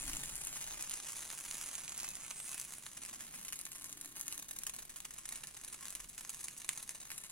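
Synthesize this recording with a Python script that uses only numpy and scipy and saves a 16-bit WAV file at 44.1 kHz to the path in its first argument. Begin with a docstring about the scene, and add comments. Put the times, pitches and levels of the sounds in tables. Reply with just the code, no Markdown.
"""A sputtering oil lamp

A small oil lamp burns in a glass cup by a brick wall. Moisture in the wick boils off: first a dense sizzle with
a thin jet of steam, then more separate sputters as the wick dries. Larger bubbles burst in sharp pops
throughout. The cup and the wall echo every tick, and a low rumble surges at the start, then murmurs faintly
underneath."""
import sys
import numpy as np
from scipy import signal
from scipy.io import wavfile
from scipy.ndimage import map_coordinates

SR = 44100
rng = np.random.default_rng(int(sys.argv[2]) if len(sys.argv) > 2 else 0)


def store_wav(level_fs):
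    """Save 16-bit WAV to argv[1]."""
    pcm = np.round(np.clip(np.atleast_2d(level_fs), -1, 1) * 32767)
    wavfile.write(sys.argv[1], SR, pcm.T.astype(np.int16))


N = 322371
TIME = np.arange(N) / SR

# Levels in the tables are relative. A tick's "body" is a boost to its lower frequencies.
# steady boiling of the wick: time_s, level_db
SIZZLE_LEVEL = [(0, -46.5), (0.3, -51.0), (0.55, -47.5), (0.75, -50.5), (0.93, -50), (1.4, -50.5),
                (1.62, -47.5), (1.92, -51.5), (2.05, -48.5), (2.22, -53.5), (2.58, -52), (2.75, -52),
                (2.99, -58), (3.09, -53), (3.28, -54.5), (3.5, -55.5), (3.95, -55.5), (4.3, -53),
                (4.5, -63), (4.8, -59), (5.1, -63), (5.27, -51.5), (5.55, -57), (5.9, -55), (6.1, -59.5),
                (6.43, -53), (6.56, -56.5), (6.85, -58.5), (7.03, -57), (7.31, -58.5)]
# the largest bubbles bursting: time_s, level_db, body_db
BUBBLE_POPS = [(0.0214, -15, -6), (0.0542, -17, 0), (0.0795, -14, 6), (0.0979, -14, 5), (0.1337, -15, 9),
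               (0.1697, -12.5, 5), (0.2362, -10.5, 2.5), (0.2591, -14, -5), (0.295, -15, 2),
               (0.3558, -12, -16), (0.3638, -13, -12), (0.4502, -12.5, -11), (0.471, -12.5, -2),
               (0.5288, -16, -1), (0.6179, -20, 5), (0.624, -16, -3), (0.6668, -18.5, 1),
               (0.7096, -19.5, 9.5), (0.7255, -20, 8), (0.81, -13, -2), (0.8248, -11.5, -9),
               (0.8966, -11.5, -10), (0.9107, -16, 3), (0.9168, -14, 1), (0.9388, -12, -11),
               (1.0014, -16.5, 4.5), (1.096, -17.5, 4), (1.1051, -28, 6), (1.1214, -14, -11),
               (1.1684, -18, -5), (1.1775, -21, -4), (1.1845, -24, 9), (1.2275, -24, 13), (1.3029, -22, 12),
               (1.3143, -22.5, 11), (1.403, -19, -3), (1.5121, -14.5, 5), (1.554, -18, 5),
               (1.6134, -13.5, 3), (1.742, -18, 2), (1.7535, -11, -4), (1.8799, -20.5, 12),
               (1.8948, -16.5, 4.5), (1.9216, -16.5, 4), (1.978, -11, -19), (1.9923, -13, -8),
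               (2.0018, -11, -5), (2.032, -15, -15), (2.0452, -16, 6), (2.0893, -11, -11),
               (2.1052, -17, -10), (2.1543, -13, -6), (2.307, -16.5, 5), (2.3112, -16, 9.5),
               (2.402, -20, 7), (2.4795, -18, -3), (2.4932, -16.5, 2), (2.5172, -16.5, -4),
               (2.532, -19.0, 4), (2.5796, -15.0, 0), (2.599, -10.5, -4), (2.6144, -13, -4.0),
               (2.8654, -20, 11), (3.036, -17, 0), (3.051, -17, 2), (3.0616, -17, -2), (3.208, -16.5, 2.5),
               (3.483, -15, 0), (3.4892, -19.5, 2), (3.5252, -13, 1), (3.5308, -13.5, 3),
               (3.5907, -14, -4.5), (3.6135, -14, -19), (3.654, -13, -6.0), (3.6661, -17, 2),
               (3.7188, -16, -3.5), (3.8435, -14.5, -1), (3.928, -16.5, 1.5), (4.0128, -13, -9),
               (4.058, -14.5, -2), (4.1968, -16, -11), (4.212, -9.5, -8), (4.2811, -13, -3),
               (4.3153, -22, -1), (4.326, -11.5, 0.5), (4.3787, -14, -3), (4.4902, -19, -6),
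               (4.5883, -11, -13), (4.6356, -11.5, -4.5), (4.6682, -9.5, -2), (4.6964, -13.5, 0.5),
               (4.7642, -17, -11), (4.9605, -19, 1), (5.0036, -16.5, -0.5), (5.0531, -18, 6),
               (5.1083, -21.5, -2), (5.256, -14, -2), (5.2905, -13, -2), (5.438, -19.5, 6),
               (5.4718, -16, -12), (5.648, -15.5, -4.5), (5.855, -16, 1.5), (5.8833, -16, 1),
               (5.905, -15, -10), (5.952, -11.5, -5.5), (6.18, -18.0, 2), (6.21, -20, 3),
               (6.2498, -21, 8.5), (6.2948, -11.5, -5.5), (6.304, -15, -10), (6.346, -19, -9),
               (6.4838, -13.5, 3), (6.6186, -21, 5.5), (6.6462, -18.5, 3), (6.6914, -3.5, 2),
               (6.7759, -18.5, 3.5), (6.8929, -11.5, 0), (7.104, -17.5, 5), (7.1169, -18.5, 5),
               (7.18, -14.5, -3.5)]
# volleys of tiny bursts: middle_s, level_db, body_db
VOLLEYS = [(0.957, -17, -3), (2.249, -25, 7), (2.546, -16, 1), (2.972, -17, 1), (3.022, -19, 0),
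           (3.132, -19, -2), (3.354, -17.5, -6), (3.386, -22.5, 2.5), (3.451, -17, -0.5), (3.54, -21, -3.5),
           (3.56, -17.5, -10), (3.759, -20, -4), (3.863, -19.5, -2.5), (4.393, -15, -4.5),
           (4.425, -19, -0.5), (4.486, -19, -5), (4.512, -14, -3), (4.534, -20, -10.0), (4.565, -16.5, -6),
           (4.668, -10, -3.5), (4.697, -19, -3), (4.74, -16.5, -3.5), (4.79, -18.5, 0.5),
           (4.825, -19, -3.5), (4.897, -18.5, -4), (4.964, -18.5, -5), (5.051, -18.5, -1),
           (5.11, -22.5, -0.5), (5.14, -21, -8), (5.187, -18, -1.5), (5.292, -19.5, -10),
           (5.324, -14, -1.5), (5.359, -15.5, -3.5), (5.437, -22, 4.5), (5.48, -25, 4), (5.57, -20, 0),
           (5.682, -19, -0.5), (5.729, -17.5, -4), (5.812, -23.5, 1), (5.83, -21, 2.5), (6.003, -18.5, 0),
           (6.091, -19.5, -22), (6.18, -23.5, 2.5), (6.347, -22.5, -12), (6.409, -19, -4), (6.443, -13, -8),
           (6.579, -17.5, -16.5), (6.69, -20, 1.5), (6.731, -18, -0.5), (6.778, -17.5, -1.5),
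           (6.797, -21.5, 2.5), (6.829, -16.5, -5), (6.908, -19.5, -3), (6.95, -19.5, -1.5),
           (7.004, -19.5, -5), (7.03, -22.5, -1), (7.126, -22, -4), (7.182, -19, -4), (7.24, -19.5, 1.5),
           (7.298, -22.5, 1.5)]
# high hiss (steam spurts, and a brighter top to the sizzle midway): peak_s, level_db, pitch_hz
HISS_SWELLS = [(.4, -52, 9000), (1.2, -64, 9900), (2.42, -50.5, 9000), (2.9, -64, 9500), (3.7, -64, 11800),
               (4.25, -63, 11700), (7.2, -64, 9500)]
# faint whistles of the steam: middle_s, level_db, half_length_s
STEAM_WHISTLES = [(2.07, -64.5, .08), (2.56, -62, .08)]
# tone of a tick leaving the cup, from the wet wick and the dry one: frequency_hz, level_db
WET_TONE = [(150, -9), (550, -11), (900, -7.5), (2750, -3), (3300, -4.5), (4900, -6.5), (5700, -2.5),
            (6450, 1.5), (7400, 4), (8200, -3), (9200, 4), (10400, 4), (11500, -2), (12900, -11.5),
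            (15500, -10.5)]
DRY_TONE = [(150, -13), (600, -15.5), (1100, -9), (2300, -6.5), (3300, -9.5), (4900, -11), (5700, -7.5),
            (6400, -3), (8400, -3), (10500, 0), (11700, -5.5), (13000, -17.5), (15500, -15)]
# the highest treble of the ticks rises and falls: time_s, gain_db
TICK_EDGE = [(0, -5), (.6, -2), (2.6, 0), (3.3, -0.5), (3.55, 0), (4.4, 1.5), (4.7, -0.5), (5.05, 3),
             (5.3, -1.5), (5.9, 2.5), (6.7, -1.5), (7.31, -2.5)]
# a narrow, high ring in the sizzle: time_s, gain_db
HIGH_RING = [(0, -28), (.5, -22), (.7, 0), (.9, -16), (1.5, -10), (2.4, -14.5), (4.0, -18), (4.27, 2),
             (4.55, -20), (6, -16.5), (6.45, -2.5), (7.31, -15.5)]
# notes at which the air in the cup and its corner rings: pitch_hz, width_hz, gain_db
CUP_NOTES = [(650, 53, -7), (1072, 23, 0.5), (1770, 21, 0), (2780, 280, -8), (3820, 660, -7)]
# where the lamp lies as the listener sways: time_s, rightward_degrees
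LAMP_DIRECTION = [(0, -9), (.4, -7.5), (1.2, -1), (2.05, 4), (3.8, -8), (5.2, -3), (6.9, -1.5), (7.2, -8)]
# tone of the quiet air and of the low rumble: frequency_hz, level_db
AIR_TONE = [(28, 0), (48, -3), (66, -4.5), (95, -11), (140, -2), (210, -6), (320, -9), (500, -17.5),
            (1000, -19.5), (4000, -20), (16000, -26.5)]
RUMBLE_TONE = [(12, 3), (26, 1.5), (44, 7), (65, -28), (95, -15), (140, -8), (280, -20.5), (500, -46.5),
               (1500, -29.5)]
# surges of the rumble: peak_s, level_db
RUMBLE_SURGES = [(.09, -43.5), (.28, -51.5), (.7, -61), (1.58, -65), (4.56, -65.5), (4.83, -64),
                 (5.35, -69), (6.07, -62.5)]
# swells of a faint, distant hum: peak_s, level_db, pitch_hz, half_length_s
HUM_SWELLS = [(0.127, -64, 283, 0.16), (3.122, -70.5, 235, 0.16), (3.41, -68, 190, 0.11),
              (4.023, -67.5, 284, 0.2), (4.38, -72, 287, 0.24)]


def amp(db):
    """Turns decibels into a number to multiply by."""
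    return 10 ** (np.asarray(db) / 20)


def unit(x):
    """Scales a signal to an average power of one."""
    return x / np.sqrt(np.mean(x ** 2) + 1e-20)


def curve(rows, column=1):
    """Joins the points of a time table with straight lines, one value per sample."""
    rows = np.array(rows)
    return np.interp(TIME, rows[:, 0], rows[:, column])


def wander(per_s):
    """A smooth random drift through per_s points each second."""
    points = rng.standard_normal(N // 50)
    return unit(map_coordinates(points, [TIME * per_s], order=2, mode="mirror"))


def swells(rows, rise_s, fall_s):
    """A loudness that grows towards each row's time and level, then dies away."""
    peaks = (amp(db) * np.exp(-np.maximum((s - TIME) / rise_s, (TIME - s) / fall_s))
             for s, db, *_ in rows)
    return np.sqrt(sum(peak ** 2 for peak in peaks))


def place(times_s, sizes):
    """Puts ticks of the given sizes at the given times."""
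    return np.bincount(np.maximum(times_s * SR, 0).astype(int).ravel(), sizes.ravel(), N)[:N]


def passband(order, hz, kind):
    """A filter that keeps the lows, the highs or a band; a higher order cuts more steeply."""
    return signal.butter(order, hz, kind, fs=SR, output="sos")


def colour(x, tone, size=4096):
    """Shapes a sound with a tone table, using a filter that rings only after each tick."""
    hz, db = np.transpose(tone)
    log_hz = np.log(abs(np.fft.fftfreq(size, 1 / SR)) + 1)
    log_gain = np.log(amp(np.interp(log_hz, np.log(hz), db)))
    taps = np.fft.ifft(np.exp(np.conj(signal.hilbert(log_gain)))).real[:size // 2]
    return signal.oaconvolve(x, taps / np.linalg.norm(taps))[:N]


def resonate(x, hz, width_hz):
    """Keeps a narrow band that rings around a steady or moving pitch."""
    turn = np.exp(2j * np.pi * np.cumsum(hz * np.ones(N)) / SR)
    decay = np.exp(-np.pi * width_hz / SR)
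    return 2 * (turn * signal.lfilter([1 - decay], [1, -decay], x / turn + 1e-18)).real


def narrow_noise(hz, width_hz):
    """Noise gathered around one pitch."""
    return unit(resonate(resonate(rng.standard_normal(N), hz, width_hz), hz, width_hz))


def dryness(start_s=1.41, length_s=2.6):
    """How far the wick has dried at each moment, from 0 to 1."""
    return np.clip((TIME - start_s) / length_s, 0, 1)


def drying_gain(wet_db, dry_db):
    """A gain that slides from its wet value to its dry one."""
    return amp(wet_db + (dry_db - wet_db) * dryness())


def sizzle(fine_per_s=7000, larger_per_s=420, spread_db=18, variety_db=2.0, clumps_per_s=70):
    """Tiny bubbles fry among larger ones, clumping as the wick dries; gives ticks and their body."""
    fine = rng.standard_normal(N) * (rng.random(N) < fine_per_s / SR)
    larger = amp(spread_db * rng.random(N)) * (rng.random(N) < larger_per_s / SR)
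    fine = unit(fine) * drying_gain(wet_db=-3.5, dry_db=-7.0)
    larger = unit(larger) * drying_gain(wet_db=0.0, dry_db=-0.5)
    clumps = drying_gain(wet_db=-1.5, dry_db=4.5) ** np.tanh(wander(clumps_per_s))
    ticks = (fine + larger) * amp(curve(SIZZLE_LEVEL)) * clumps
    variety = unit(amp(variety_db * rng.standard_normal(N)))
    body = ticks * variety * drying_gain(wet_db=1.5, dry_db=-1.5)  # a wet wick makes bigger bubbles
    return np.array([ticks, body])


def room(air_db=-65, stereo_above_hz=480):
    """Quiet air, a low rumble that surges loudest at the start, and a distant hum; the bass is alike on both
    sides."""
    air, side, rumble = rng.standard_normal((3, N))
    side = signal.sosfilt(passband(1, stereo_above_hz, "high"), colour(side, AIR_TONE))
    rumble = colour(rumble, RUMBLE_TONE, size=16384) * swells(RUMBLE_SURGES, rise_s=0.1, fall_s=0.15)
    middle = amp(air_db) * colour(air, AIR_TONE, size=16384) + rumble + distant_hum()
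    return middle + amp(air_db) * np.array([side, -side])


def distant_hum(width_hz=65):
    """Soft, rounded swells of low noise, each around its own pitch."""
    return sum(narrow_noise(hz, width_hz) * amp(db) * np.exp(-((TIME - s) / half_length_s) ** 2)
               for s, db, hz, half_length_s in HUM_SWELLS)


def pops(gain_db=-5.0, extra_body_db=-0.33, thin_hz=1250, tear_db=-6.0, tear_s=.0007):
    """A large bubble's film tears, then it bursts in a thin snap; gives ticks and their body."""
    time_s, level_db, body_db = np.transpose(BUBBLE_POPS)
    lead, sign = rng.random((len(time_s), 2)).T
    when = np.array([time_s, time_s - tear_s * lead])
    snap = amp(level_db + gain_db)
    tear = snap * amp(tear_db) * np.sign(sign - .5)
    sizes = np.array([snap, tear])
    ticks = place(when, sizes)
    body = place(when, sizes * amp(body_db + extra_body_db))
    return signal.sosfilt(passband(1, thin_hz, "high"), [ticks, body])


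def high_hiss(width_hz=1400, waver_hz=350, waver_per_s=28):
    """Swells of high, wavering hiss: steam spurts, and a brighter top to the sizzle midway."""
    pitch_hz = curve(HISS_SWELLS, column=2) + waver_hz * wander(waver_per_s)
    return narrow_noise(pitch_hz, width_hz) * swells(HISS_SWELLS, rise_s=0.096, fall_s=0.12)


def sputters(base_span_s=.0027, haste_per_db=.055, spread_db=4, gain_db=-2.0, count=24):
    """Volleys of tiny bursts thicken fast and then thin out; gives ticks and their body."""
    middle_s, level_db, body_db = np.transpose(VOLLEYS)[:, :, None]
    grow, burst, size, sign, fullness = rng.random((len(middle_s), 5, count)).transpose(1, 0, 2)
    excess_db = np.maximum(level_db - level_db.mean(), 0)
    span_s = base_span_s * np.exp(-haste_per_db * excess_db)  # strong volleys are quicker
    when = middle_s - span_s * (np.log(grow * burst) + 1.45)  # two random waits, roughly centred
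    sizes = amp(spread_db * np.minimum(-np.log(size), 3)) * np.sign(sign - .5)
    sizes *= amp(level_db + gain_db) / np.linalg.norm(sizes, axis=1, keepdims=True)
    variety_db = 6 * fullness - 4.1
    return np.array([place(when, sizes), place(when, sizes * amp(body_db + variety_db))])


def steam_whistle(pitch_hz=2580, quiver_hz=16, quiver_per_s=140):
    """Twice the steam holds a thin, quivering note below its hiss."""
    hz = pitch_hz + quiver_hz * wander(quiver_per_s)
    note = np.sin(2 * np.pi * np.cumsum(hz) / SR)
    loudness = sum(amp(db) * np.exp(-((TIME - s) / half_length_s) ** 4)
                   for s, db, half_length_s in STEAM_WHISTLES)
    return unit(note) * loudness


def burning_wick(body_below_hz=4600, edge_above_hz=11600, ring_hz=6500, ring_width_hz=330):
    """Bursts and hiss; later the ticks change tone, and cup and corner ring as the listener nears."""
    ticks, body = sizzle() + sputters() + pops()
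    # the body takes the place of each tick's lower frequencies
    ticks = ticks + signal.sosfiltfilt(passband(2, body_below_hz, "low"), body - ticks)
    edge = signal.sosfiltfilt(passband(6, edge_above_hz, "high"), ticks)
    ticks = ticks + (amp(curve(TICK_EDGE)) - 1) * edge
    wet_ticks = colour(ticks * (1 - dryness()), WET_TONE)
    dry_ticks = colour(ticks * dryness(), DRY_TONE)
    crackle = wet_ticks + dry_ticks
    high_ring = amp(curve(HIGH_RING)) * resonate(crackle, ring_hz, ring_width_hz)
    cup_ring = sum(amp(db) * resonate(dry_ticks, hz, width_hz) for hz, width_hz, db in CUP_NOTES)
    return crackle + high_ring + cup_ring + high_hiss() + steam_whistle()


def direct_sound(x, spacing_m=0.24, sound_m_per_s=343):
    """Sound straight from the lamp reaches the nearer of two microphones first."""
    lag_samples = spacing_m * np.sin(np.radians(curve(LAMP_DIRECTION))) / sound_m_per_s * SR
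    return np.array([map_coordinates(x, [np.arange(N) + side * lag_samples / 2], order=5)
                     for side in (-1, 1)])


def echoes(x, start_s, fade_s, spots=8):
    """Scattered echoes fall 60 dB in fade_s; their pattern shifts as bursts hop about the wick."""
    t = np.arange(SR // 4) / SR
    position = spots * (1 + wander(per_s=10) / 2) % spots
    out = np.zeros((2, N))
    for spot in range(spots):
        pattern = rng.standard_normal((2, len(t))) * (t > start_s) * amp(-60 * t / fade_s)
        pattern /= np.linalg.norm(pattern, axis=1, keepdims=True)
        distance = abs((position - spot + spots / 2) % spots - spots / 2)  # the spots form a circle
        share = np.cos(np.pi / 2 * np.minimum(distance, 1))
        out += signal.oaconvolve((x * share)[None], pattern, axes=1)[:, :N]
    return out


def scene(cup_db=-7, wall_db=-6, far_db=-14, pan_db_per_degree=0.21):
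    """The lamp and its echoes from the cup, the close bricks and the room, over a faint rumble."""
    lamp = burning_wick()
    cup = amp(cup_db) * echoes(lamp, start_s=.0001, fade_s=0.0047)
    wall = amp(wall_db) * echoes(lamp, start_s=.002, fade_s=0.036)
    far = amp(far_db) * echoes(lamp, start_s=.015, fade_s=0.13)
    balance = amp(np.array([[-.5], [.5]]) * pan_db_per_degree * curve(LAMP_DIRECTION))
    return balance * (direct_sound(lamp) + cup + wall + far) + room()


def record(dry, middle_hz=(450, 5000), tilt_db=1.5, highest_hz=15950):
    """The middle range is louder on the right, softer on the left; the very top is cut away."""
    middle = signal.sosfiltfilt(passband(1, middle_hz, "band"), dry)
    sound = dry + middle * (amp([[-tilt_db], [tilt_db]]) - 1)
    top_cut = signal.firwin(511, highest_hz, window=("kaiser", 9), fs=SR)
    return signal.oaconvolve(sound, top_cut[None], "same")


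dry = scene()
out = record(dry)
store_wav(out)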